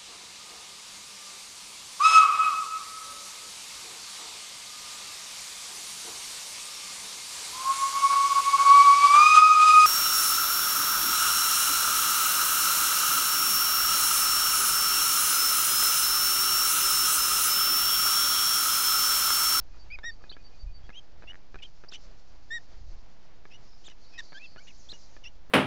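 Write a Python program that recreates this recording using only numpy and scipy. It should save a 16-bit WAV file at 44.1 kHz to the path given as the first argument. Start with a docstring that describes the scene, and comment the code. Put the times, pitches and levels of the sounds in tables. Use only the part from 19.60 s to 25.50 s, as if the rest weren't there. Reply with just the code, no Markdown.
"""A parent osprey gives clear, arched whistles while feeding its chicks in a treetop nest above a lake.
The chicks answer with thin, cracking chirps, led by dry beak clicks. Each voice is a tiny vibrating
membrane that turns rough when strained; each click is a beak snapping shut and ringing briefly.
Twigs shift in the nest, songbirds sing far off in the woods, leaves hiss, and light gusts rumble
on the microphone of a small nest camera."""
import sys
import numpy as np
from scipy import signal
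from scipy.fft import rfft, irfft
from scipy.io import wavfile

SR = 44100
rng = np.random.default_rng(int(sys.argv[2]) if len(sys.argv) > 2 else 0)


def unload_audio(sound):
    """Save the sound as a 16-bit wav file, at the path given as the first command line argument."""
    columns = np.transpose(np.atleast_2d(sound))
    # keep every value between -1 and 1, then stretch to whole-number steps
    steps = np.round(np.clip(columns, -1, 1) * 32767)
    wavfile.write(sys.argv[1], SR, steps.astype(np.int16))


N = 260190
TIME = np.arange(N) / SR

# The parent's whistles: start/s, length/s, first f/Hz, top f/Hz, last f/Hz, place of the top/0-1,
# level/dB, swell/dB, roughness/0-1, 2nd harmonic/dB, 3rd harmonic/dB, 4th harmonic/dB
PARENT_WHISTLES = [ (.437, 0.067, 1750, 1894, 1790, 0.49, -37.5, 1, 0.02, -8, -8.5, -23),
                   (2.909, 0.072, 1776, 1902, 1795, 0.58, -35.5, -1.8, 0.021, -8.3, -15, -13.5),
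                   (4.582, 0.0247, 1854, 1900, 1665, 0.06, -40.5, -0.26, 0.3, -3.5, -8.5, -34),
                   (4.745, 0.04, 1526, 1558, 1767, 0.031, -47.5, 0.62, 0.12, -7.5, -15, -22),
                   (4.979, 0.016, 1413, 1516, 1620, 0.96, -52, -2, 0.023, -5, -6, -14)]
# The chicks' chirps: the same columns, up to 2nd harmonic/dB
CHICK_CHIRPS = [ (.304, 0.055, 2245, 2517, 2280, 0.74, -42, 4, 0.05, -14.5),
                (.696, 0.023, 3680, 4240, 3440, 0.38, -46, -12, 0.03, -36),
                (.725, 0.021, 2970, 3180, 3840, 0.36, -52.5, -15, 0.16, -37),
                (1.329, 0.066, 2520, 3213, 3155, 0.79, -49, 17, 0.13, -14.5),
                (1.674, 0.042, 2680, 2940, 3050, 0.9, -45, 6.5, 0.11, -20),
                (1.987, 0.017, 2430, 2660, 2330, 0.4, -55.5, -2, 0.2, -27),
                (2.023, 0.039, 2896, 3150, 3030, 0.75, -45.5, -2.5, 0.2, -24),
                (2.287, 0.012, 4740, 5620, 5800, 1, -46.5, -9, 0.06, -17),
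                (2.316, 0.015, 3800, 3800, 2980, 0.1, -48.5, 7, 0.29, -9),
                (2.333, 0.0079, 2665, 2800, 3670, 0.24, -46, 1, 0.37, -2),
                (2.344, 0.026, 2960, 3000, 3200, 0.6, -44.5, -4, 0.28, -8.5),
                (3.907, 0.059, 2560, 2884, 2930, 1, -55.5, 3, 0.19, -6.5),
                (4.239, 0.04, 2930, 3710, 3000, 0.62, -53, 8, 0.23, 0),
                (4.287, 0.043, 2796, 3044, 2750, 0.3, -55, -5, 0.38, -7),
                (4.525, 0.059, 2556, 2550, 2680, 0.8, -56, 9, .22, -7),
                (4.795, 0.067, 2350, 2694, 2590, 0.74, -49.5, 10.5, 0.08, -25),
                (5.07, 0.045, 2430, 2910, 2220, 0.18, -54.5, -1, 0.26, -20),
                (5.29, 0.026, 3330, 4220, 4370, 0.85, -44.5, 0, 0, -9.5),
                (5.318, .005, 4170, 3950, 3500, 0.2, -40, -4, 0.1, -13),
                (5.335, 0.031, 2800, 2905, 2790, 0.4, -54.5, -10, 0.1, -2),
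                (5.639, 0.044, 2830, 2730, 2975, 0.45, -46, -1.5, 0.16, -6.5)]
# Soft peeps in the nest: middle t/s, f/Hz, level/dB, slide/(octaves per s)
NEST_PEEPS = [(1.255, 3300, -62, 0.5), (4.852, 3480, -55.5, -10), (5.014, 2260, -56.5, 5)]
# Beak clicks: t/s, level/dB, hardness as treble boost/(dB per octave)
BEAK_CLICKS = [(.388, -39.5, 9), (.4405, -40, 1), (.64, -44.5, -1), (.7162, -44.5, 0.5),
               (.767, -43.5, -0.5), (1.293, -40.5, 0.5), (1.303, -44, 4.5), (1.623, -44.5, 1.5),
               (1.632, -48, 2), (1.64, -49.5, -4.5), (1.944, -39.5, 0), (1.957, -39, 2.5),
               (2.2379, -45.5, -2.5), (2.246, -52.5, -3), (2.3226, -45, 3), (3.854, -43.5, 1),
               (4.133, -68.5, 19), (4.282, -45.5, -1), (4.318, -52, 3), (4.722, -47, -3.5),
               (4.729, -43, 4.5), (4.9614, -45, -3), (4.969, -46.5, 0.5), (5.328, -47.5, -2),
               (5.566, -45.5, .5)]
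# The tones a beak rings with: f/Hz, level/dB, t60/s (the time it takes to fade by 60 dB)
BEAK_TONES = [(463, 12.5, 0.003), (1650, 0.5, 0.014), (2364, -8.5, 0.03), (3500, -12.5, 0.0053),
              (5300, -24.5, 0.0027)]
# Twigs shifting underfoot: t/s, half width/s, level/dB, t60/s
TWIG_SHIFTS = [(0.159, .025, -58.5, .002), (0.614, 0.0098, -51.5, .06)]
# A far songbird's even piping: middle t/s, level/dB
PIPING_NOTES = [(0.214, -55.5), (0.52, -52), (0.721, -53.5), (0.865, -53), (1.015, -53.5), (1.163, -53.5)]
# A far warbler's twitter: middle t/s, f/Hz, level/dB
TWITTER_NOTES = [(4.11, 5270, -61.5), (4.45, 4350, -58.5), (4.52, 5190, -62), (4.63, 4400, -60),
                 (4.719, 4350, -57.5), (4.87, 4560, -57)]
# The falling notes that end its song: middle t/s, level/dB
FALLING_NOTES = [(5.046, -58), (5.2, -57), (5.352, -59), (5.512, -65)]
# How loudly the treetops hiss: t/s, level/dB
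LEAF_LEVELS = [(0, -69.5), (1.5, -74), (3.15, -68.5), (3.6, -73), (5.3, -64.5), (5.8, -75.5)]
# Gusts on the microphone: t/s, half width/s, level/dB
WIND_GUSTS = [(.1, 0.64, -48), (1.065, 0.036, -34.5), (1.19, 0.11, -41.5), (1.629, 0.098, -50),
              (1.97, 0.037, -44), (2.75, .35, -55.5), (3.28, 0.12, -41), (5.6, .45, -56.5)]
# Short dips in the rumble: t/s, half width/s, depth/0-1
RUMBLE_LULLS = [(4.76, 0.12, 0.65)]
# The tone colour of the wind, the air over the lake and the leaves: f/Hz, level/dB
WIND_SPECTRUM = [(14, 9.5), (35, -3.5), (75, -12.5), (110, -20.5), (300, -60.5)]
AIR_SPECTRUM = [(90, 5.5), (250, -3.5), (450, -6.5), (720, -5.5), (1050, -11), (4500, -19.5), (7000, -25.5)]
LEAF_SPECTRUM = [(2300, -27.5), (4500, 2), (6500, -3.5), (7400, -8.5), (8000, -31.5)]

QUAVERS_PER_S = 190   # how fast the voices in the nest tremble


def from_db(db):
    return 10 ** (np.asarray(db) / 20)


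def rms_one(x):
    """Scale a sound to an average strength (rms) of 1."""
    return x / np.sqrt(np.mean(x ** 2) + 1e-20)


def low_pass(x, hz, order=2):
    return signal.sosfilt(signal.butter(order, hz, fs=SR, output="sos"), x)


def wander(per_s):
    """A random curve, roughly between -1 and 1, that heads for a new value per_s times a second."""
    steps = np.arange(N) * per_s / SR
    return 1.2 * np.interp(steps, np.arange(N), rng.standard_normal(N))


def coloured_noise(spectrum):
    """Noise with the given tone colour, falling steeply beyond the ends of the table."""
    hz, db = np.transpose(spectrum)
    f = np.maximum(np.fft.rfftfreq(N, 1 / SR), 1)
    gain = from_db(np.interp(np.log(f), np.log(hz), db))
    gain /= (1 + (f / hz[-1]) ** 8) * (1 + (hz[0] / f) ** 4)
    return rms_one(irfft(rfft(rng.standard_normal(N)) * gain, N))


def ring(taps, hz, t60):
    """Every tap starts a pure tone that dies away."""
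    decay, turn = 1000 ** (-1 / (t60 * SR)), 2 * np.pi * hz / SR
    return signal.lfilter([0, np.sin(turn)], [1, -2 * decay * np.cos(turn), decay ** 2], taps + 1e-18)


def echoes(x, t60):
    """Countless small echoes from branches and leaves, dying away."""
    tail = rng.standard_normal(SR) * from_db(-60 * TIME[:SR] / t60)
    return signal.fftconvolve(x, tail / np.linalg.norm(tail))[:N]


def note_span(start, end, edge_s):
    """The samples one note covers, and a curve that fades it in and out."""
    at = np.arange(max(int((start - edge_s) * SR), 0), min(int((end + edge_s) * SR), N))
    inside = np.minimum(TIME[at] - start, end - TIME[at]) / edge_s + 1
    return at, np.sin(np.pi / 2 * np.clip(inside, 0, 1)) ** 2


def soft_notes(notes, half_length_s, waver, wavers_per_s):
    """Pure notes that swell and fade while their pitch wavers and may slide."""
    out, shake = np.zeros(N), 1 + waver * wander(wavers_per_s)
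    for s, hz, db, octaves_per_s in notes:
        at, fade = note_span(s, s, half_length_s)
        pitch = hz * 2 ** (octaves_per_s * (TIME[at] - s)) * shake[at]
        out[at] += from_db(db) * fade * np.sin(2 * np.pi * np.cumsum(pitch) / SR)
    return out


def woods():
    """A high hiss from the leaves and a soft wash of air over the lake."""
    leaf_db = np.interp(TIME, *np.transpose(LEAF_LEVELS))
    leaves = from_db(leaf_db + 2.5 * wander(25)) * coloured_noise(LEAF_SPECTRUM)
    air = from_db(-61.5 + 1.2 * wander(15)) * coloured_noise(AIR_SPECTRUM)
    return leaves + air


def wind(breeze_db):
    """Swirls of air push on the microphone: a light breeze and short gusts."""
    gusts = sum(from_db(db) * np.exp(-((TIME - s) / width) ** 2) for s, width, db in WIND_GUSTS)
    return (from_db(breeze_db) + gusts) * coloured_noise(WIND_SPECTRUM)


def lulls(x, below_hz):
    """The low rumble drops away for a moment."""
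    dip = sum(depth * np.exp(-((TIME - s) / width) ** 4) for s, width, depth in RUMBLE_LULLS)
    rumble = signal.sosfiltfilt(signal.butter(4, below_hz, fs=SR, output="sos"), x)
    return x - dip * rumble


def piping_bird(note_hz, lead_hz, echo_s):
    """Far-off notes, each led by a faint lower one; the woods echo them and let them trail on."""
    notes = [(s, note_hz, db, 0) for s, db in PIPING_NOTES]
    leads = [(s - .07, lead_hz, db - 12.5, 0) for s, db in PIPING_NOTES]
    song = soft_notes(notes + leads, half_length_s=.04, waver=.0031, wavers_per_s=74)
    song += from_db(-16) * np.interp(TIME - echo_s, TIME, song)
    return song + from_db(-13) * echoes(song, t60=.8)


def warbler(ending_hz, octaves_per_s):
    """A twitter that ends in quick falling notes, so far away that much of it arrives as echo."""
    twitter = [(s, hz, db, 0) for s, hz, db in TWITTER_NOTES]
    ending = [(s, ending_hz, db, octaves_per_s) for s, db in FALLING_NOTES]
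    song = soft_notes(twitter, half_length_s=.065, waver=.05, wavers_per_s=220)
    song += soft_notes(ending, half_length_s=.032, waver=.016, wavers_per_s=600)
    return from_db(-2) * song + echoes(song, t60=.7)


def twigs(hz, hollow_hz):
    """A bird shifts its weight: twigs rustle, or creak with a short, hollow, crumbly note."""
    out = np.zeros(N)
    slips = rng.standard_normal(N) * from_db(6.1 * wander(360))
    for s, width, db, t60 in TWIG_SHIFTS:
        creak = rms_one(ring(slips, hz, t60) + .5 * ring(slips, hollow_hz, t60))
        out += from_db(db) * np.exp(-((TIME - s) / width) ** 2) * creak
    return out


def rattle(start_s, gap_s, count, db, growth_db, hz, t60):
    """A quick, even run of dry ticks, each a little louder, ringing over the beak's lowest tone."""
    k, ticks = np.arange(count), np.zeros(N)
    ticks[np.round((start_s + gap_s * k) * SR).astype(int)] = from_db(db + growth_db * k)
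    low_hz, _, low_t60 = BEAK_TONES[0]
    return ring(ticks, hz, t60) + .5 * ring(ticks, low_hz, low_t60)


def bounces(count, shortest_gap_s, loss_db):
    """One touch and the weaker, unevenly spaced ones that follow it at once."""
    gaps = shortest_gap_s * (1 + 2 * rng.random(count))
    at = np.round((np.cumsum(gaps) - gaps) * SR).astype(int)
    touches = np.zeros(SR // 10)
    touches[at] = from_db(-loss_db * np.sqrt(np.arange(count)))
    return touches


def beak_clicks(snap_hz, snap_db, snap_t60):
    """Each click is a dull snap plus a brief ring, a little different every time."""
    out = np.zeros(N + SR)
    for s, db, hardness in BEAK_CLICKS:
        touches = bounces(count=4, shortest_gap_s=.0011, loss_db=9)
        at = round(s * SR) + np.arange(len(touches))
        for hz, tone_db, t60 in [(snap_hz, snap_db, snap_t60), *BEAK_TONES]:
            chance_db, shift = rng.standard_normal(2)   # the ring shifts as the beak opens and closes
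            gain = from_db(db + tone_db + hardness * np.log2(hz / snap_hz) + chance_db)
            out[at] += gain * ring(touches, hz * np.exp(.055 * shift), t60)
    out -= low_pass(out, hz=129, order=1)   # a small beak gives off little bass
    out = low_pass(out, hz=5040)[:N]
    out = 2 * low_pass(out, hz=1510, order=1) - out   # the low tones lag, which blunts the edge
    return out + from_db(-11) * echoes(out, t60=.035)


def arch(progress, first_hz, top_hz, last_hz, top_at):
    """Pitch as a call's progress runs from 0 to 1: it eases to top_hz, then speeds towards last_hz."""
    top_at = np.clip(top_at, .02, .99)
    climb = np.sin(np.pi / 2 * np.clip(progress / top_at, 0, 1)) ** 1.15
    drop = np.clip((progress - top_at) / (1 - top_at), 0, 1) ** 2.2
    return first_hz + (top_hz - first_hz) * climb + (last_hz - top_hz) * drop


def voice_box(calls, jitter, quaver, quaver_db, rasp, rasp_hz, opening_db, edge_s, clearing):
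    """A whistling membrane; under strain its pitch shakes, its level flutters and air hisses through."""
    out = np.zeros(N)
    fast_shake, slow_shake = wander(1400), wander(QUAVERS_PER_S)
    falter = np.tanh(wander(QUAVERS_PER_S))
    flutter = np.sin(2 * np.pi * np.cumsum(rasp_hz * (1 + .2 * wander(200))) / SR)
    breath = rms_one(low_pass(np.diff(rng.standard_normal(N + 1)), hz=5400))
    for start, length, first_hz, top_hz, last_hz, top_at, db, swell_db, roughness, *upper_db in calls:
        at, fade = note_span(start, start + length, edge_s)
        progress = np.clip((TIME[at] - start) / length, 0, 1)
        rough = roughness * (1 + clearing * np.cos(np.pi * progress))
        pitch = arch(progress, first_hz, top_hz, last_hz, top_at)
        pitch *= 1 + rough * (jitter * fast_shake[at] + quaver * slow_shake[at])
        phase = 2 * np.pi * np.cumsum(pitch) / SR
        # the beak is widest, and the tone brightest, where the pitch is highest
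        bright = fade * from_db(opening_db * np.maximum(np.log2(pitch / top_hz), -.12))
        tone = sum(from_db(harmonic_db) * bright ** np.sqrt(k) * np.sin((k + 1) * phase)
                   for k, harmonic_db in enumerate([0] + upper_db))
        tone += 2.9 * rough ** 2 * breath[at]
        strain = rms_one(from_db(quaver_db * rough * falter[at]) * (1 + rasp * rough * flutter[at]))
        # the call grows or fades steadily, and sags at both ends
        level_db = db + swell_db * (progress - .5) - 4.5 * (2 * progress - 1) ** 4
        out[at] += np.sqrt(2) * fade * from_db(level_db) * tone * strain
    return out


def chicks():
    """Thin, strained chirps that crack at first and then clear."""
    return voice_box(CHICK_CHIRPS, jitter=.12, quaver=.075, quaver_db=17.5, rasp=1.93, rasp_hz=660,
                     opening_db=4.5, edge_s=.0033, clearing=.44)


def parent():
    """Lower, clearer whistles that brighten as the beak opens."""
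    return voice_box(PARENT_WHISTLES, jitter=.08, quaver=.061, quaver_db=16, rasp=.69, rasp_hz=726,
                     opening_db=33.5, edge_s=.007, clearing=0)


def scene():
    """The nest up close, with far songbirds, leaves and wind behind it, in one channel."""
    nest = low_pass(parent() + chicks(), hz=5980, order=4)
    nest += soft_notes(NEST_PEEPS, half_length_s=.029, waver=.008, wavers_per_s=QUAVERS_PER_S)
    nest += twigs(hz=1216, hollow_hz=463)
    nest += beak_clicks(snap_hz=1263, snap_db=-3, snap_t60=.01)
    nest += rattle(start_s=1.6985, gap_s=.0114, count=6, db=-43.5, growth_db=1.46, hz=1785, t60=.0057)
    nest += from_db(-20) * echoes(nest, t60=.11)
    nest += from_db(-35) * echoes(nest, t60=.6)
    songbirds = piping_bird(note_hz=4586, lead_hz=2470, echo_s=.11)
    songbirds += warbler(ending_hz=6240, octaves_per_s=-10.5)
    background = lulls(woods() + wind(breeze_db=-56.5), below_hz=167)
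    return (nest + songbirds + background)[None]


def record(dry):
    """The camera samples coarsely: it mirrors a little treble upwards, cuts the rest, adds an offset."""
    rate_hz, cutoff_hz, offset = 16000, 8600, .0131
    heard = signal.sosfilt(signal.ellip(8, .2, 70, .49 * rate_hz, fs=SR, output="sos"), dry)
    mirrored = from_db(-15) * 2 * np.cos(2 * np.pi * rate_hz * TIME) * heard
    treble_cut = signal.ellip(8, .2, 70, cutoff_hz, fs=SR, output="sos")
    return signal.sosfilt(treble_cut, heard + mirrored) + offset


dry = scene()
out = record(dry)
unload_audio(out)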